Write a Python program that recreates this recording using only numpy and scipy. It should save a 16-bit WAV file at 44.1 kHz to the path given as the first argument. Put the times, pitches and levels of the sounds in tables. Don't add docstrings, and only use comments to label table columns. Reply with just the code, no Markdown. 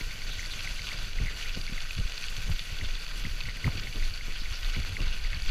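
import sys
import numpy as np
from scipy import signal
from scipy.fft import rfft, irfft, next_fast_len
from scipy.io import wavfile
from scipy.ndimage import uniform_filter1d, map_coordinates

SR = 44100
rng = np.random.default_rng(int(sys.argv[2]) if len(sys.argv) > 2 else 0)


def to_wav(sig):
    pcm = np.clip(np.atleast_2d(sig), -1, 1) * 32767
    pcm = np.round(pcm).astype(np.int16)
    wavfile.write(sys.argv[1], SR, pcm.T)


def volts_from_decibels(level):
    exponent = np.asarray(level, float) / 20
    return 10 ** exponent


N = 242550

# (time [s], gravel level [dB], leaf litter level [dB])
GROUND = [(0.0, -43.5, -57), (0.52, -42, -56), (0.75, -42, -55), (0.98, -41.5, -58.5), (2.02, -43.5, -58),
          (2.14, -43.5, -58), (2.36, -41.5, -55.5), (2.56, -43.5, -57), (2.77, -43, -57.5),
          (2.99, -43, -58.5), (3.17, -44.5, -54.5), (3.49, -43, -59.5), (3.89, -44, -57.5),
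          (4.35, -43.5, -58.5), (4.69, -41, -56.5), (5.08, -44.5, -62), (5.16, -42.5, -58),
          (5.5, -42, -60.5)]
# (time [s], coarse grit gain [dB], fine grit gain [dB])
WHEEL_LOADS = [(.64, 2.5, 1), (.89, 0.5, 1.5), (1.11, -3, -1.5), (1.42, 1, 4.5), (1.55, 0, 0),
               (1.61, -1, 2), (1.8, 0, 1.5), (1.91, 0, 1), (2.21, 2.5, 3.5), (2.37, 0, 0.5), (3.13, 2, -4),
               (3.25, 2, -2), (3.41, 1, 0), (3.68, 1.5, -0.5), (3.81, 1.5, -1), (4.07, 3.5, 2.5),
               (4.125, -1.5, -0.5), (4.21, -1, -1), (4.985, -0.5, 5), (5.015, -0.5, -5.5), (5.07, 5, 6.5),
               (5.45, -3.5, 2.5), (5.5, 3.5, 1)]
# (time [s], share [0-1])
CRISP_SHARE = [(0.0, .95), (0.15, 0.7), (0.5, 0.4), (0.9, 0.5), (1.2, 0.5), (1.4, 0.54), (2.05, 0.56),
               (2.3, 0.6), (2.6, 0.8), (2.85, 0.54), (3.4, .8), (3.55, 0.4), (3.7, 0.75), (4.3, 0.6),
               (4.6, 0.74), (5.0, .4), (5.2, .7), (5.5, 0.5)]
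# (time [s], peak level [dB])
LEAF_SNAPS = [(0.0947, -59), (0.2468, -55), (0.5262, -44.5), (0.5901, -55), (2.3017, -43), (2.366, -43),
              (2.5331, -45), (4.0128, -48), (4.7361, -46), (2.4329, -45), (2.5002, -40), (3.571, -44),
              (3.6686, -46), (4.4463, -51), (4.8489, -44), (4.89, -43), (5.4595, -49), (1.39, -44.5),
              (2.21, -45), (3.81, -44), (4.62, -50)]
# (frequency [Hz], level [dB per Hz])
LEAF_SPECTRUM = [(5000, -36), (7000, -0.5), (8100, -7), (9040, -8.5), (9600, -6), (10150, -7.5),
                 (10600, -0.5), (11000, -6.5), (11600, -7.5), (12300, -4.5), (13200, -3.5), (14300, -10),
                 (15200, -10)]
# (frequency [Hz], gain [dB])
WALL = [(300, -17.5), (600, -11), (870, -14), (1250, -9), (2000, -5.5), (2900, -3.5), (4200, -10.5),
        (5200, -18.5), (6300, -15), (8200, -35.5), (15000, -43)]
# (frequency [Hz], width [Hz], gain [dB])
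HOUSING_MODES = [(1499, 93, 7.5), (1673, 28, -7), (2080, 50, -6), (2850, 170, -0.5), (3145, 45, -8),
                 (3440, 61, 2.5), (3710, 320, -0.5), (4624, 320, 10), (6970, 64, -11), (7040, 150, -20),
                 (7380, 95, 9.5)]
# (time [s], peak level [dB], ring [Hz], broad crack relative to ring [dB])
STONES = [(0.2377, -21, 4550, -41), (0.384, -18, 3360, -8), (0.4596, -15.5, 4570, -17),
          (0.5923, -19, 2680, -12), (0.869, -20, 2660, -6), (0.8885, -21.5, 2380, 1.5),
          (1.132, -26, 2850, 1), (1.4118, -16, 2850, -18), (1.494, -16, 2650, -11), (1.548, -26, 2600, 4),
          (1.6134, -19, 4700, -7), (1.6658, -24, 2580, 1), (1.9086, -15, 2510, -11),
          (1.9792, -25, 4520, -3), (2.1782, -19.5, 2500, -1), (2.284, -24, 2950, 0),
          (2.366, -26.5, 2690, 3.5), (2.593, -14.5, 3530, -4.5), (2.9532, -17, 3520, -9),
          (3.238, -23, 2560, -4), (3.411, -17, 2640, -5), (3.7722, -25.5, 2820, 1), (4.051, -19, 4340, -14),
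          (4.1385, -16, 4520, -18), (4.6307, -23, 4700, -1), (4.7625, -15, 2260, -11),
          (5.004, -19, 2770, -11), (5.1265, -17, 2800, -10), (5.331, -20, 2640, -9),
          (5.421, -20, 4700, -10)]
# (time [s], peak level [dB], ring [Hz])
PEBBLES = [(0.877, -28, 2400), (0.882, -23, 2290), (0.9874, -29, 1500), (1.9314, -28, 3450),
           (1.9994, -31, 2860), (2.0762, -28, 2500), (2.1208, -25, 2920), (2.5167, -27.5, 2860),
           (2.5604, -30, 2480), (2.6824, -31, 2300), (2.7421, -37, 3480), (2.7875, -27.5, 2260),
           (3.4056, -23, 2400), (3.7208, -27, 2080), (3.7967, -22.5, 3460), (3.9259, -30, 2570),
           (4.3514, -35, 2960), (4.8003, -26, 2190), (4.9474, -34, 2160)]
# (time [s], level [dB])
GRIT_CRACKS = [(0.3294, -48), (0.6073, -32), (0.8184, -31), (0.9334, -35), (1.433, -39), (1.5043, -35),
               (1.5535, -33.5), (1.8049, -29), (1.8607, -45), (1.9083, -35), (1.9507, -33), (2.24, -28.5),
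               (2.3022, -38), (2.405, -35), (2.6826, -42), (2.7435, -41), (2.858, -35), (2.9085, -30.5),
               (3.065, -29.5), (3.245, -34), (3.4943, -33.5), (3.6298, -38), (3.958, -33), (3.997, -35),
               (4.1085, -35), (4.148, -33), (4.323, -34), (4.3616, -38), (4.6463, -30), (4.8606, -35),
               (4.8938, -35), (4.9578, -36), (5.0172, -31), (5.0782, -31), (5.135, -35), (5.3024, -34),
               (5.3712, -32), (5.4617, -29)]
# (time [s], peak level [dB])
PINGS = [(0.2186, -19), (0.485, -41), (0.844, -30), (1.3703, -36), (1.732, -19), (2.789, -26),
         (3.3116, -23), (3.436, -17), (3.7768, -18.5), (3.7976, -21), (3.8797, -30), (4.0972, -18.5),
         (4.176, -18.5), (4.3525, -25), (4.831, -20.5), (5.2395, -20), (5.3462, -15), (5.4496, -20)]
# (time [s], level [dB], pitch [Hz])
SCRAPES = [(.32, -43, 3800), (.352, -45, 3270), (.545, -43, 2580), (.4, -48, 6370), (.522, -39.5, 3770),
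           (.56, -51, 6500), (.781, -46, 3940), (.856, -44, 4300), (.893, -52, 1420), (1.43, -42, 2860),
           (1.54, -51, 4970), (2.596, -47, 3280), (2.853, -42, 3600), (3.69, -48, 1230), (4.37, -42, 2820),
           (4.41, -44, 4510), (4.555, -45, 4750), (5.34, -44, 1900)]
# (time [s], peak level [dB], ring [Hz])
BUCKLE_TICKS = [(0.0094, -36.5, 2080), (0.11, -38, 2090), (0.2186, -37, 2190), (0.394, -29, 2080),
                (0.429, -34, 2040), (0.452, -36, 2000), (0.674, -27, 2090), (0.793, -33, 2170),
                (0.9176, -32.5, 2150), (1.187, -33.5, 2100), (1.2605, -37, 2080), (1.2698, -32.5, 2090),
                (1.2815, -35, 2050), (1.2838, -35, 1970), (1.2885, -37, 1980), (1.297, -38, 1950),
                (1.441, -39, 2300), (1.459, -34, 2080), (1.6785, -31.5, 2210), (1.78, -32, 2080),
                (2.225, -36, 2440), (2.8118, -31.5, 2050), (3.252, -30, 2040), (3.455, -34.5, 2100),
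                (3.57, -35.5, 2020), (3.644, -24.5, 2080), (3.78, -34.5, 2410), (3.8708, -31.5, 2130),
                (4.025, -33, 2040), (4.21, -33.5, 2130), (4.458, -34, 2180), (4.749, -32, 2180),
                (4.8386, -38, 2220), (4.968, -26.5, 2110), (5.2486, -33.5, 2100), (5.3302, -30.5, 2030),
                (5.366, -36, 2400)]
# (time [s], peak level [dB], ring [Hz], gap [s])
BUCKLE_RATTLES = [
    (3.487, -31.5, 2060, 0.0083),
    (3.667, -33, 2160, 0.0071),
]
# (time [s], peak
# level [dB], quickness [Hz], direction
SHOVES = [(0.388, -32.5, 55, 1), (0.606, -39, 65, 1), (1.205, -36, 110, 1), (1.213, -22.5, 93, 1),
          (1.238, -26.5, 92, -1), (1.5761, -32, 155, -1), (1.726, -29.5, 148, -1), (1.9746, -29.5, 78, -1),
          (1.9886, -25.5, 92, -1), (2, -21, 78, -1), (2.015, -33, 55, 1), (2.055, -31.0, 65, -1),
          (2.4081, -35, 65, -1), (2.5033, -23, 92, 1), (2.522, -29, 65, -1), (2.7277, -31.5, 77, 1),
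          (2.833, -25.5, 65, 1), (2.862, -31, 55, -1), (3.271, -36, 65, 1), (3.3161, -30, 55, -1),
          (3.4727, -35, 78.5, 1), (3.6476, -29, 92, 1), (3.6574, -22, 91.5, 1), (3.661, -40, 55, 1),
          (3.6695, -18.5, 90.5, 1), (3.6805, -15.5, 109, -1), (3.699, -31, 55, -1), (3.7616, -30, 78, 1),
          (3.785, -30, 92, 1), (3.896, -32.5, 92, -1), (4.0226, -26, 55, -1), (4.034, -34, 55, 1),
          (4.1154, -30, 64.4, -1), (4.521, -28.5, 55, -1), (4.6414, -35, 55, 1), (4.771, -29.5, 129, 1),
          (4.789, -30, 93, -1), (4.8073, -24, 55, -1), (4.844, -41, 65, -1), (4.887, -35, 65, -1),
          (4.906, -31, 92, 1), (4.933, -27, 65, -1), (5.0079, -24.5, 65, -1), (5.058, -36, 55, -1),
          (5.0703, -25.5, 55, 1), (5.252, -34, 55, 1), (5.329, -32, 78, -1), (5.3765, -29.5, 55, 1),
          (1.2032, -34, 320, 1), (1.2259, -34.2, 170, 1), (1.2349, -35, 170, -1),
              (1.573, -35.4, 400, 1), (1.6975, -37, 170, 1), (1.9876, -33, 170, 1), (2.0116, -37, 170, 1),
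              (2.4985, -41, 343, -1), (2.8246, -37, 260, -1), (2.8423, -35.5, 171, -1),
              (3.251, -30.5, 170, -1), (3.2685, -32.5, 170, -1), (3.6495, -32, 170, 1),
              (3.655, -37, 210, 1), (3.6628, -27, 170, 1), (3.669, -26, 209, -1), (3.6778, -29, 210, -1),
              (3.6842, -35, 170, -1), (3.7546, -35.5, 210, -1), (3.8066, -40, 170, 1),
              (4.42, -36.5, 166, 1), (4.7774, -34, 210, 1), (4.786, -33, 209, 1), (4.7946, -32, 170, 1),
              (5.0059, -34, 260, 1), (5.372, -39, 170, -1)]
# (time [s], level [dB])
STRAP_SCUFFS = [(1.2, -37), (1.235, -43), (1.567, -42), (1.717, -42), (1.987, -35), (2.366, -49),
                (2.491, -34), (2.82, -41), (3.254, -44), (3.462, -46), (3.646, -24.5), (3.662, -26.5),
                (3.677, -30), (3.749, -46), (4.272, -48), (4.413, -58), (4.769, -36), (4.895, -42),
                (5.0, -40), (5.054, -37), (5.365, -43)]
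# (time [s], peak level [dB], ring [Hz])
MOUNT_KNOCKS = [(0.881, -34, 1420), (2.496, -35, 900), (3.133, -39, 1200), (3.405, -36, 1130),
                (3.487, -36, 1100), (3.678, -22, 1050), (4.688, -35, 1090), (4.849, -28, 1510),
                (5.494, -52, 703)]
# (time [s], level [dB])
HEAVES = [(.04, -35.5), (.29, -37), (.5, -43), (.72, -39), (1.03, -36), (1.22, -26.5), (1.3, -51),
          (1.5, -37.5), (1.62, -38), (1.77, -35.5), (1.89, -41), (2.04, -31), (2.31, -34.5), (2.51, -27.5),
          (2.8, -38), (2.9, -29), (3.11, -41), (3.23, -38), (3.31, -35), (3.45, -38), (3.67, -40),
          (3.82, -40.5), (4.03, -27.5), (4.13, -41), (4.3, -33.5), (4.451, -32), (4.68, -27.5), (4.82, -35),
          (5.069, -24.5), (5.26, -27.5), (5.49, -22.5)]
# (time [s], jolt level [dB], strap rub relative to jolt [dB])
JOLTS = [(0.005, -46, 2), (.27, -52, 3), (.38, -73, -44), (.47, -67, -9), (.6, -57, -27), (.83, -42, -19),
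         (.95, -61, -10), (1.04, -38, -13), (1.22, -33, -12), (1.58, -33.5, -5.5), (1.73, -43.5, -2.5),
         (1.998, -29, -15.5), (2.4, -33, -15.5), (2.5, -27.5, -11), (2.73, -43, -9), (2.832, -35.5, -4),
         (3.19, -44, -1), (3.261, -34, -12), (3.46, -32.5, -27), (3.57, -50, -4), (3.673, -29, -10.5),
         (3.76, -42, -7), (3.87, -51, -10), (3.97, -46, 2.5), (4.29, -40.5, -3), (4.78, -39, -5),
         (4.9, -42, -5), (5.01, -32.5, -5.5), (5.37, -31.5, -23), (5.5, -35, -10)]
# (time [s], level [dB])
EFFORT = [(0.0, -50), (1.16, -49), (1.26, -49.5), (2.02, -52.5), (2.45, -52.5), (3.31, -51),
          (3.81, -45.5), (4.26, -52.5), (4.58, -51), (4.92, -47), (5.18, -49), (5.5, -54.5)]
# (frequency [Hz], level [dB per Hz])
SWAY_SPECTRUM = [(4, -15.5), (8, -0.5), (22, 3.5), (31, 2), (41, -9), (55, -24.5), (90, -35), (150, -62)]
# (frequency [Hz], level [dB per Hz])
JOLT_SPECTRUM = [(30, -18.5), (55, -3), (90, 2.5), (115, -3), (135, -4), (180, -8.5), (260, -52),
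                 (400, -62.5)]
# (frequency [Hz], level [dB per Hz])
RUB_SPECTRUM = [(120, -25.5), (200, 3.5), (240, 0.5), (290, -3), (470, -4.5), (800, -16.5), (1200, -12),
                (2000, -33)]


def tyres():
    gravel_db, litter_db = curves(GROUND)
    coarse_db = swells([(s, db) for s, db, _ in WHEEL_LOADS], width_s=0.035)
    fine_db = swells([(s, db) for s, _, db in WHEEL_LOADS], width_s=0.035)
    surge_db = wobble(45)

    crackle = grains(low_hz=1900, high_hz=7540, cycles=1.86, spread_db=3.5, clump=0.5, count=14000)
    grind = patchy(depth_db=2) + volts_from_decibels(-5) * crackle
    grind += volts_from_decibels(-2) * grit(per_s=1500, spread_db=3.3, clump=0.7)
    crunch = unit(steady(coloured(grind, housing), span_s=0.42, share=0.38))

    upper = np.clip((np.fft.rfftfreq(N, 1 / SR) - 4900) / 600, 0, 1)
    sand = irfft(rfft(crunch) * upper, N)
    gravel = volts_from_decibels(gravel_db + coarse_db + 0.16) * (crunch - sand)
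    sand_db = -54 + 0.38 * (gravel_db - gravel_db.mean()) + (litter_db - litter_db.mean()) + fine_db
    ground = volts_from_decibels(0.55 * surge_db) * (gravel + volts_from_decibels(sand_db) * unit(sand))
    leaf_db = litter_db + 0.71 * fine_db + 1.0 + 0.89 * surge_db + 0.22 * wobble(21.3)
    return ground + volts_from_decibels(leaf_db) * leaf_hiss() + leaf_snaps()


def leaf_hiss():
    rustle = patchy(depth_db=2.0, size=6) + volts_from_decibels(-7) * grit(per_s=1200, spread_db=4.5, clump=0.61)
    crisp = unit(steady(shaped(rustle, LEAF_SPECTRUM), span_s=0.51, share=0.7))
    dull = shaped(crisp, [(11000, 2.5), (15000, -10)])
    share = np.clip(curves(CRISP_SHARE)[0] + 0.058 * wobble(12), 0, 1)
    return share * crisp + (1 - share) * dull


def leaf_snaps():
    snaps, t = np.zeros(N), np.arange(300) / SR
    for s, db in LEAF_SNAPS:
        add(snaps, s, volts_from_decibels(db + 6.5) * rng.standard_normal(len(t)) * volts_from_decibels(-60 * t / 0.012))
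    return shaped(snaps, LEAF_SPECTRUM)


def stones():
    events = STONES + [(s, db + 3.5, hz, -2.5) for s, db, hz in PEBBLES]
    events = events + [(s, db + 3.5, 2620, 3) for s, db in GRIT_CRACKS]
    events = events + [(s, db, 4520, -12) for s, db in PINGS]
    rings, cracks, t = np.zeros(N), np.zeros(N), np.arange(500) / SR
    crumble = volts_from_decibels(-60 * t / 0.011) * (1 - np.exp(-t / 0.0006))
    first_break = 7.5 * (np.arange(len(t)) == 30)
    for s, db, hz, crack_db in events:
        add(rings, s - 0.0004, volts_from_decibels(db - 14) * ring(hz, rise_s=0.0004, t60=0.018, length_s=0.03))
        burst = unit((rng.standard_normal(len(t)) + first_break) * crumble)
        add(cracks, s - 0.0003, volts_from_decibels(db + crack_db + 4.5) * burst)
    tilt = [(800, -26), (1500, -15), (2400, -11), (3600, -6), (4600, -9.5), (6000, -11)]
    return rings + coloured(cracks, lambda hz: housing(hz) + along(tilt, hz))


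def scrapes():
    out, t = np.zeros(N), np.arange(-2000, 2000) / SR
    half_s, fall_per_s = 0.013, 2.2
    noises = rng.standard_normal((len(SCRAPES), 2, len(t)))
    for (s, db, hz), noise in zip(SCRAPES, noises):
        a, b = uniform_filter1d(uniform_filter1d(noise, size=28), size=16)
        phase = 2 * np.pi * hz * t * (1 - fall_per_s * t / 2)
        band = unit(a * np.sin(phase) + b * np.cos(phase))
        add(out, s + t[0], volts_from_decibels(db) * np.exp(-0.5 * (t / half_s) ** 2) * band)
    return out


def buckle():
    out, t = np.zeros(N), np.arange(600) / SR
    bounces = [(s + k * gap_s, db - k * 4.5, hz) for s, db, hz, gap_s in BUCKLE_RATTLES for k in range(4)]
    after = t - 0.0022
    for s, db, hz in BUCKLE_TICKS + bounces:
        width_s = 0.00103 * np.exp(0.07 * rng.standard_normal())
        beat_hz = 200 + 250 * rng.random()
        burst = np.exp(-0.5 * (after / width_s) ** 2)
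        tail = 0.25 * (after > 0) * volts_from_decibels(-60 * after / 0.03) * np.cos(2 * np.pi * beat_hz * after)
        add(out, s - 0.0011, volts_from_decibels(db + 2.2) * (burst + tail) * np.sin(2 * np.pi * hz * t))
    return out


def shoves():
    out, t = np.zeros(N), np.arange(SR // 10) / SR
    for s, db, hz, direction in SHOVES:
        u = (np.pi * hz * (t - 0.05)) ** 2
        add(out, s - 0.05, np.sign(direction) * volts_from_decibels(db) * (1 - 2 * u) * np.exp(-u))
    return out


def strap_scuffs():
    out, t = np.zeros(N), np.arange(SR // 10) / SR
    decay = volts_from_decibels(-60 * t / 0.058) * (1 - np.exp(-t / 0.0057))
    for s, db in STRAP_SCUFFS:
        add(out, s, volts_from_decibels(db + 14.0) * rng.standard_normal(len(t)) * decay)
    return shaped(out, RUB_SPECTRUM)


def mount_knocks():
    out = np.zeros(N)
    for s, db, hz in MOUNT_KNOCKS:
        add(out, s, volts_from_decibels(db) * ring(hz, rise_s=0.00015, t60=0.0056, length_s=0.04))
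    return out


def shake():
    effort_db, = curves(EFFORT)
    heaving = volts_from_decibels(-38.5) + swells([(s, volts_from_decibels(db)) for s, db in HEAVES], width_s=0.047)
    jolting = volts_from_decibels(effort_db + 3) + swells([(s, volts_from_decibels(db - 7.5)) for s, db, _ in JOLTS], width_s=0.019)
    rubbing = volts_from_decibels(-55 + effort_db - effort_db.mean())
    rubbing += swells([(s, volts_from_decibels(db + rub_db - 6)) for s, db, rub_db in JOLTS], width_s=0.019)
    lumps_db, kicks = wobble(42), grit(per_s=45, spread_db=1.0, clump=0.27)

    def kicked(spectrum, kick_db):
        return shaped(rng.standard_normal(N) + volts_from_decibels(kick_db) * kicks, spectrum)

    sway = steady(kicked(SWAY_SPECTRUM, kick_db=-12.5), span_s=0.05, share=0.7)
    sway = unit(shaped(sway, [(38, -5.0), (60, 0.5), (120, -39.5)]))
    jolt = steady(kicked(JOLT_SPECTRUM, kick_db=-2.5), span_s=0.043, share=0.48)
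    jolt = unit(volts_from_decibels(1.4 * lumps_db) * jolt)
    rub = steady(kicked(RUB_SPECTRUM, kick_db=-8.5), span_s=0.14, share=0.99)
    rub = unit(volts_from_decibels(1.6 * lumps_db + 1.36 * wobble(70)) * rub)
    return heaving * sway + volts_from_decibels(-3) * jolting * jolt + volts_from_decibels(-4.0) * rubbing * rub


def housing(hz):
    modes = sum(db * np.exp(-0.5 * ((hz - c) / w) ** 2) for c, w, db in HOUSING_MODES)
    return along(WALL, hz) + modes


def unit(x):
    return x / np.sqrt(np.mean(x ** 2) + 1e-20)


def along(points, hz):
    f, v = np.transpose(points)
    return np.interp(np.log(hz + 1), np.log(f + 1), v)


def curves(rows):
    s, *cols = np.transpose(rows)
    return [np.interp(np.arange(N) / SR, s, c) for c in cols]


def swells(rows, width_s):
    t = np.arange(0, N + 64, 64) / SR
    total = sum(h * np.exp(-0.5 * ((t - s) / width_s) ** 2) for s, h in rows)
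    return np.interp(np.arange(N) / SR, t, total)


def wobble(rate):
    knots = rng.standard_normal(int(N * rate / SR) + 4)
    return map_coordinates(knots, [np.arange(N) * rate / SR])


def coloured(x, db_at):
    m = 2 * next_fast_len(N // 2 + 8192)
    cepstrum = irfft(np.log(volts_from_decibels(db_at(np.fft.rfftfreq(m, 1 / SR))) + 1e-6), m)
    cepstrum[1:m // 2] *= 2
    cepstrum[m // 2 + 1:] = 0
    return irfft(rfft(x, m) * np.exp(rfft(cepstrum)), m)[:N]


def shaped(x, points):
    return coloured(x, lambda hz: along(points, hz))


def patchy(depth_db, size=4):
    z = signal.stft(rng.standard_normal(N), nperseg=256)[2]
    field = uniform_filter1d(rng.standard_normal(z.shape), size=size, axis=0)
    field = uniform_filter1d(field, size=size, axis=1)
    return unit(signal.istft(z * volts_from_decibels(depth_db * unit(field)), nperseg=256)[1][:N])


def grit(per_s, spread_db, clump):
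    hit = rng.random(N) < per_s / SR * np.exp(clump * wobble(70))
    size_db = spread_db * np.minimum(rng.exponential(size=N), 3)
    return unit(hit * rng.standard_normal(N) * volts_from_decibels(size_db))


def grains(low_hz, high_hz, cycles, spread_db, clump, count):
    density = np.cumsum(np.exp(clump * wobble(70)))
    u = rng.random((count, 4))
    start = np.searchsorted(density / density[-1], u[:, 0])
    hz = (low_hz * (high_hz / low_hz) ** u[:, 1])[:, None]
    k = np.arange(160)
    turns = hz * k / SR
    shape = turns / cycles * np.exp(1 - turns / cycles) * np.sin(2 * np.pi * (turns + u[:, 2:3]))
    shape *= volts_from_decibels(-spread_db * np.log(u[:, 3:] + 1 / 30)) * np.sqrt(hz)
    return unit(np.bincount((start[:, None] + k).ravel(), shape.ravel(), N + k.size)[:N])


def steady(x, span_s, share):
    power = np.abs(uniform_filter1d(x ** 2, size=round(span_s * SR))) + 1e-3 * np.mean(x ** 2)
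    return x / power ** (share / 2)


def ring(hz, rise_s, t60, length_s):
    t = np.arange(round(length_s * SR)) / SR
    shape = (1 - np.exp(-(t / rise_s) ** 2)) * volts_from_decibels(-60 * t / t60)
    return shape / shape.max() * np.sin(2 * np.pi * hz * t)


def add(track, s, sound):
    part = track[max(round(s * SR), 0):][:len(sound)]
    part += sound[:len(part)]


def scene():
    ground = tyres() + stones() + scrapes()
    mount = buckle() + shoves() + strap_scuffs() + mount_knocks() + shake()
    return (ground + mount)[None]


def roll_off(x):
    return signal.sosfilt(signal.butter(12, 15330, fs=SR, output="sos"), x)


def record(dry):
    top_hz = 15290
    kept = irfft(rfft(dry) * (np.fft.rfftfreq(N, 1 / SR) < top_hz), N)
    return roll_off(kept)


dry = scene()
out = record(dry)
to_wav(out)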